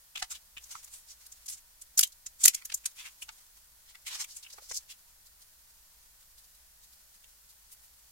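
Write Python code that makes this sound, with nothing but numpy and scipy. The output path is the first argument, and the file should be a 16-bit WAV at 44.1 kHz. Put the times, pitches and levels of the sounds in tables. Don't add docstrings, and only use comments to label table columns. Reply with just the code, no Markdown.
import sys
import numpy as np
from scipy import signal
from scipy.fft import rfft, irfft, next_fast_len
from scipy.io import wavfile
from scipy.ndimage import uniform_filter1d

SR = 44100
rng = np.random.default_rng(int(sys.argv[2]) if len(sys.argv) > 2 else 0)


def digitize_waveform(pressure):
    field = np.atleast_2d(pressure).T
    bounded = np.clip(field, -1, 1)
    quanta = np.round(bounded * 32767).astype(np.int16)
    wavfile.write(sys.argv[1], SR, quanta)


N = 357871
CUTOFF_HZ = 16050
# freq_hz, gain_db
CARD_EDGE_EQ = [(150, -44), (400, -51.5), (700, -50), (1100, -27), (1700, -17.5), (2700, -13.5), (4200, -8),
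                (5600, -3.5), (7100, 2), (8500, -1.5), (11000, -3.5), (13500, -6), (16000, -18.5)]


def from_db(db):
    return 10 ** (np.asarray(db) / 20)


def unit_rms(x):
    return x / np.sqrt(np.mean(x ** 2) + 1e-20)


def flutter(samples, grain_s):
    return unit_rms(uniform_filter1d(rng.standard_normal(samples), round(grain_s * SR)))


def gain_at(curve, hz):
    points_hz, db = np.transpose(curve)
    return from_db(np.interp(np.log(hz + 1e-9), np.log(points_hz), db))


def equalise(x, *curves):
    size = next_fast_len(x.shape[-1])
    hz = np.fft.rfftfreq(size, 1 / SR)
    gain = np.prod([gain_at(curve, hz) for curve in curves], axis=0) * (hz < CUTOFF_HZ)
    return irfft(rfft(x, size) * unit_rms(gain), size)[..., :x.shape[-1]]


def add(out, sound, start_s):
    start = max(round(start_s * SR), 0)
    part = out[:, start:start + sound.shape[-1]]
    part += sound[..., :part.shape[-1]]


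def ring(x, hz, t60_s):
    r = from_db(-60 / (t60_s * SR))
    feedback = [1, -2 * r * np.cos(2 * np.pi * hz / SR), r * r]
    return signal.lfilter(np.array([1, 0, -1]) * (1 - r * r) / 2, feedback, x + 1e-18)


def contacts(rows, eq, bass_hz, pivot_hz, treble_hz, peak_db, peak_octaves,
             squareness, lean, grain_db, grain_s, bounce):
    out = np.zeros((2, N))
    t = np.arange(-SR // 8, SR // 8) / SR
    hz = np.geomspace(100, CUTOFF_HZ, 300)
    for centre_s, level_db, length_s, bass_db, treble_db, resonance_hz in rows:
        half_s = length_s / 2 * (1 + lean * np.sign(t))
        swell = np.exp(-np.abs(t / half_s) ** squareness)
        catches = from_db(grain_db * flutter(len(t), grain_s))
        slips = swell * catches * rng.standard_normal((2, len(t)))
        bounce_delay = round(rng.uniform(.0008, .0026) * SR)
        slips = slips + bounce * np.roll(slips, bounce_delay, axis=1)
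        tilt = [(bass_hz, bass_db), (pivot_hz, 0), (treble_hz, treble_db)]
        bell_db = peak_db / (1 + (np.log2(hz / resonance_hz) / peak_octaves) ** 2)
        burst = unit_rms(equalise(slips, eq, tilt, np.c_[hz, bell_db]))
        add(out, from_db(level_db) * burst * np.sqrt(np.mean(swell ** 2)), centre_s + t[0])
    return out


def room_tone(rumble_db, hum_hz, hum_db, hiss_db):
    # freq_hz, gain_db
    rumble_eq = [(15, -1), (27, 1.5), (36, -8), (48, 0.5), (62, -2), (76, -12.5), (120, -16.5), (190, -20),
                 (280, -27.5), (450, -48)]
    hiss_eq = [(120, -15.5), (290, -17.5), (430, -10), (640, -8.5), (900, -5.5), (1250, -6), (2400, -8),
               (3700, -6.5), (4300, -3), (8500, -2.5), (14500, -1), (16000, -4)]
    # pitch_hz, t60_s, gain_db
    air_modes = [(639, .08, -1.5), (949, 0.11, 2), (1507, 0.069, 2), (1813, 0.0153, -1),
                 (3270, 0.0071, -7.5)]
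    mid, side = equalise(rng.standard_normal((2, N)), rumble_eq)
    rumble = from_db(rumble_db) * (mid + from_db(-15) * side * [[1], [-1]])
    hum = from_db(hum_db) * np.sqrt(2) * np.sin(2 * np.pi * hum_hz * np.arange(N) / SR)
    hiss = from_db(hiss_db) * equalise(rng.standard_normal((2, N)), hiss_eq)
    air = from_db(hiss_db) * rng.standard_normal((2, N))
    return rumble + hum + hiss + sum(from_db(db) * ring(air, hz, t60_s) for hz, t60_s, db in air_modes)


def light_taps(length_s, bass_db):
    # centre_s, level_db, treble_db, resonance_hz
    taps = [(.16, -33, 5, 3400), (0.176, -35, 6, 4200), (.573, -39.5, -2, 2980), (0.582, -43.5, 10, 2900),
            (3.225, -39, 3, 2800), (4.244, -37.5, 21, 2200), (4.451, -50, 9, 2800),
            (4.467, -46.5, -12, 2600), (7.244, -53, 13, 3380)]
    # freq_hz, gain_db
    tap_eq = [(150, -26), (400, -33), (800, -19), (1400, -9), (2100, -6), (2600, 4), (3000, 3),
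              (3600, -2.5), (4500, -12.5), (7000, -10), (10000, -21), (16000, -25)]
    rows = [(s, db, length_s, bass_db, treble_db, hz) for s, db, treble_db, hz in taps]
    return contacts(rows, tap_eq, bass_hz=700, pivot_hz=2900, treble_hz=8340,
                    peak_db=6.5, peak_octaves=0.15,
                    squareness=1.5, lean=0.1, grain_db=3, grain_s=0.0009, bounce=0.17)


def friction_slides(pivot_hz, treble_db, treble_db_per_octave):
    # centre_s, level_db, length_s, bass_db, resonance_hz
    slides = [(.2, -43.5, 0.027, 0, 2600), (0.242, -47, 0.018, 12, 5000), (0.318, -35.5, .026, 10.5, 7200),
              (0.354, -44.5, 0.031, 5, 3240), (0.718, -41.5, 0.033, 11, 6460),
              (0.762, -50.5, 0.085, 11, 6000), (0.952, -49.5, 0.089, 2, 9500),
              (1.105, -48, 0.051, -2, 5530), (1.501, -38, 0.028, -1, 9800), (1.529, -40.5, 0.039, -2, 7350),
              (1.579, -52.5, .03, 10, 7550), (2.422, -38, 0.043, 4, 7800), (2.577, -52, 0.052, 3, 2170),
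              (3.003, -44.5, 0.056, 8.5, 2820), (3.063, -43.5, 0.044, 11, 2400),
              (3.227, -40.5, 0.02, 3, 9200), (3.896, -56, 0.047, 9, 3800), (4.077, -36, 0.029, 0.5, 2320),
              (4.118, -40.5, 0.042, 16, 4000), (4.152, -37.5, 0.045, 13.5, 4950),
              (4.209, -33, 0.039, 11.5, 5800), (4.313, -48, .046, -12, 4830),
              (4.369, -48.5, 0.057, 1, 7500), (4.436, -46, .017, -4, 4000), (4.508, -49.5, 0.018, 6, 4400),
              (4.534, -45, 0.018, -24, 4940), (4.649, -54.5, 0.072, -15, 5130), (4.7, -42, 0.024, -3, 6000),
              (4.751, -36.5, 0.033, -17, 6200), (4.771, -31.5, 0.021, -28, 5560),
              (4.91, -44.5, 0.035, -2, 2780), (7.727, -49.5, .032, -4, 14000), (7.841, -58, .045, 6, 14000)]
    # freq_hz, gain_db
    slide_eq = [(150, -31.5), (350, -38), (600, -26), (850, -16.5), (1200, -15), (2000, -8.5), (3000, -4.5),
                (4200, -3.5), (5500, -1.5), (7500, -0.5), (10500, -6.5), (16000, -13.5)]
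    rows = [(s, db, length_s, bass_db, treble_db + treble_db_per_octave * np.log2(hz / pivot_hz), hz)
            for s, db, length_s, bass_db, hz in slides]
    return contacts(rows, slide_eq, bass_hz=1120, pivot_hz=pivot_hz, treble_hz=13030,
                    peak_db=9.5, peak_octaves=0.56,
                    squareness=1.77, lean=0.084, grain_db=1.2, grain_s=0.004, bounce=0.28)


def metal_weight(clack_gain_db, ring_gain_db):
    # centre_s, relative_level_db, length_s, bass_db, treble_db, resonance_hz
    landings = [(0.227, -28.5, 0.0059, 0.5, 1.5, 1750), (3.292, -41, 0.0065, 2, -5, 2660)]
    # freq_hz, gain_db
    clack_eq = [(150, -22), (450, -30), (600, -22), (800, 4), (1000, -8.5), (1400, -2), (2500, -8.5),
                (4600, -1.5), (7500, -4), (10000, -11), (16000, -33)]
    # pitch_hz, relative_gain_db, t60_s
    modes = [(734, -2, .05), (900, -2, 0.052), (1200, -2, 0.062), (1500, -17, 0.069), (1953, -4, 0.029),
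             (2730, -10, 0.045), (4700, -20, 0.033)]
    clack = contacts(landings, clack_eq, bass_hz=400, pivot_hz=1510, treble_hz=8000,
                     peak_db=6.5, peak_octaves=0.35,
                     squareness=1, lean=0.026, grain_db=1, grain_s=0.00023, bounce=0.32)
    ringing = sum(from_db(db) * ring(clack, hz, t60_s) for hz, db, t60_s in modes)
    return from_db(clack_gain_db) * clack + from_db(ring_gain_db) * ringing


def table_thuds(t60_cycles):
    # start_s, level_db, pitch_hz
    thuds = [(.228, -45, 35.4), (0.57, -53.5, 208), (0.756, -62, 149), (2.455, -45, 260), (4.715, -52, 45)]
    out = np.zeros((2, N))
    t = np.arange(SR // 2) / SR
    for start_s, db, hz in thuds:
        decay = from_db(-60 * hz * t / t60_cycles)
        add(out, from_db(db) * np.sin(2 * np.pi * hz * t) * decay, start_s)
    return out


def hand_rustle(idle_db, fade_s, patch_db, patch_s):
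    # start_s, end_s, level_db
    spells = [(0.575, 0.987, -57), (1.0, 1.5, -63.5), (2.55, 3.467, -61.5), (4.017, 4.847, -59.5),
              (6.3, 7.9, -68)]
    t = np.arange(N) / SR
    level_db = np.full(N, float(idle_db))
    for start_s, end_s, db in spells:
        level_db[(t >= start_s) & (t < end_s)] = db
    level_db = uniform_filter1d(level_db, round(fade_s * SR))
    patches = unit_rms(from_db(patch_db * flutter(N, patch_s)))
    friction_eq = [(450, -19), (1000, -7), (2500, -6), (7000, 1.5), (15000, -6.5)]
    return from_db(level_db) * patches * equalise(rng.standard_normal((2, N)), friction_eq)


def card_snaps(zing_hz, zing_t60_s, zing_db):
    # centre_s, level_db, bass_db, treble_db, resonance_hz
    snaps = [(.642, -46, -9, -1, 5600), (0.846, -44.5, 3, 10, 6550), (.94, -43.5, 12, -3, 9000),
             (1.267, -46.5, 12, 10, 4570), (1.324, -44.5, -2, -2, 6400), (1.465, -42.5, 3, 6, 5400),
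             (1.486, -35, 2, -4, 5470), (1.82, -42, -4, -3, 9400), (1.9804, -18.5, -4, 0.5, 6000),
             (1.9937, -12.5, 12.5, 9.5, 4970), (2.012, -20.5, -6, 3.5, 2500), (2.0343, -17.5, 4, -6, 3300),
             (2.041, -30, 2, 15, 3400), (2.073, -43, -14, 3, 2920), (2.126, -51, 3, -1, 4400),
             (2.267, -35, 10, -6, 6740), (2.4406, -14.5, -7, -8, 8600), (2.447, -19, -5, 0, 3400),
             (2.4577, -8.5, 19, 10, 6800), (2.4817, -11, -1, -1, 2500), (2.539, -41.5, 9, -14, 2200),
             (2.549, -26, -10, -3.5, 2420), (2.656, -34.5, 12, 13, 6100), (2.746, -24.5, -29, 7, 6800),
             (2.778, -49, 10, 2, 7900), (2.845, -51.5, 20, -6, 2500), (2.861, -24.5, 8.5, -10, 9900),
             (4.368, -39.5, -13, -3, 8000), (4.718, -34, 7, -12, 5800)]
    hard_s, hard_db, db_per_doubling = 0.0077, -2.5, 74
    rows = [(s, db, hard_s * 2 ** ((hard_db - db) / db_per_doubling), bass_db, treble_db, hz)
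            for s, db, bass_db, treble_db, hz in snaps]
    cracks = contacts(rows, CARD_EDGE_EQ, bass_hz=1190, pivot_hz=6230, treble_hz=14000,
                      peak_db=8.5, peak_octaves=0.33,
                      squareness=2, lean=0.05, grain_db=1.5, grain_s=0.0029, bounce=0.31)
    return cracks + from_db(zing_db) * ring(cracks, zing_hz, zing_t60_s)


def table_knocks(length_s, pivot_hz, treble_db, treble_db_per_octave):
    # centre_s, level_db, bass_db, resonance_hz
    knocks = [(0.754, -37.5, 0, 1190), (2.622, -46.5, -4, 1980), (2.701, -38.5, -13, 2780),
              (2.723, -33.5, 1.5, 2880), (3.953, -44.5, -8, 2150), (4.542, -55, 13, 600),
              (4.584, -44.5, 10.5, 1360), (4.596, -60, 19, 550), (4.623, -59, 19, 600),
              (4.713, -41, 7, 554), (4.72, -44, 3, 2000)]
    # freq_hz, gain_db
    knock_eq = [(150, -18), (310, -18), (480, -12.5), (750, -5.5), (1000, -4), (1300, -3), (2000, 1.5),
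                (2700, -7), (4500, -2), (7000, -8), (10000, -10), (16000, -28)]
    rows = []
    for s, db, bass_db, hz in knocks:
        octaves_up = max(np.log2(hz / pivot_hz), 0)
        rows.append((s, db, length_s, bass_db, treble_db + treble_db_per_octave * octaves_up, hz))
    return contacts(rows, knock_eq, bass_hz=482, pivot_hz=pivot_hz, treble_hz=5950,
                    peak_db=11.5, peak_octaves=0.39,
                    squareness=1.02, lean=0.024, grain_db=4, grain_s=0.00059, bounce=0.99)


def glue_brush(length_s, bass_db, treble_db, resonance_hz):
    # centre_s, level_db
    dabs = [(5.267, -56), (5.422, -55), (6.388, -55), (6.447, -59.5), (6.549, -61), (6.84, -57),
            (6.93, -57.5), (7.502, -56.5)]
    rows = [(s, db, length_s, bass_db, treble_db, resonance_hz) for s, db in dabs]
    return contacts(rows, CARD_EDGE_EQ, bass_hz=1200, pivot_hz=6000, treble_hz=14100,
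                    peak_db=14.5, peak_octaves=0.45,
                    squareness=2.3, lean=0.1, grain_db=2.5, grain_s=0.001, bounce=0.45)


def reflections(x, t60_s, treble_t60_s, predelay_s, eq):
    t = np.arange(SR // 2) / SR
    noise = rng.standard_normal((2, len(t)))
    dull = signal.sosfilt(signal.butter(2, 8000, fs=SR, output="sos"), noise)
    bright = signal.sosfilt(signal.butter(2, 8000, "high", fs=SR, output="sos"), noise[::-1])
    tail = dull * from_db(-60 * t / t60_s) + bright * from_db(-60 * t / treble_t60_s)
    fade_in = np.clip(t / predelay_s - 1, 0, 1)
    impulse = unit_rms(equalise(tail * fade_in, eq)) / np.sqrt(len(t))
    return signal.fftconvolve(x, impulse, axes=1)[:, :N]


def scene():
    snaps = card_snaps(zing_hz=7080, zing_t60_s=0.015, zing_db=-9.5)
    weight = metal_weight(clack_gain_db=3.5, ring_gain_db=5.5)
    knocks = table_knocks(length_s=0.007, pivot_hz=1350, treble_db=-7.5, treble_db_per_octave=15)
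    taps = light_taps(length_s=0.0092, bass_db=5.5)
    slides = friction_slides(pivot_hz=4870, treble_db=2.5, treble_db_per_octave=1.5)
    brush = glue_brush(length_s=0.027, bass_db=8.5, treble_db=10.5, resonance_hz=4320)
    rustle = hand_rustle(idle_db=-68.5, fade_s=0.063, patch_db=4, patch_s=0.021)
    handling = taps + slides + weight + rustle + snaps + knocks + brush
    table_echoes = reflections(handling, t60_s=0.062, treble_t60_s=0.061, predelay_s=0.003,
                               eq=[(300, -7), (2500, -1.5), (7000, -4), (15000, -6.5)])
    room_tail = reflections(handling, t60_s=0.13, treble_t60_s=0.233, predelay_s=0.0093,
                            eq=[(300, 4), (2500, 9.5), (7000, 3), (15000, -7.5)])
    thuds = table_thuds(t60_cycles=2.8)
    bed = room_tone(rumble_db=-70.5, hum_hz=57.1, hum_db=-79, hiss_db=-60.5)
    return handling + from_db(-14) * table_echoes + from_db(-31) * room_tail + thuds + bed


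def record(dry):
    return signal.sosfilt(signal.ellip(12, .1, 80, CUTOFF_HZ, fs=SR, output="sos"), dry)


dry = scene()
out = record(dry)
digitize_waveform(out)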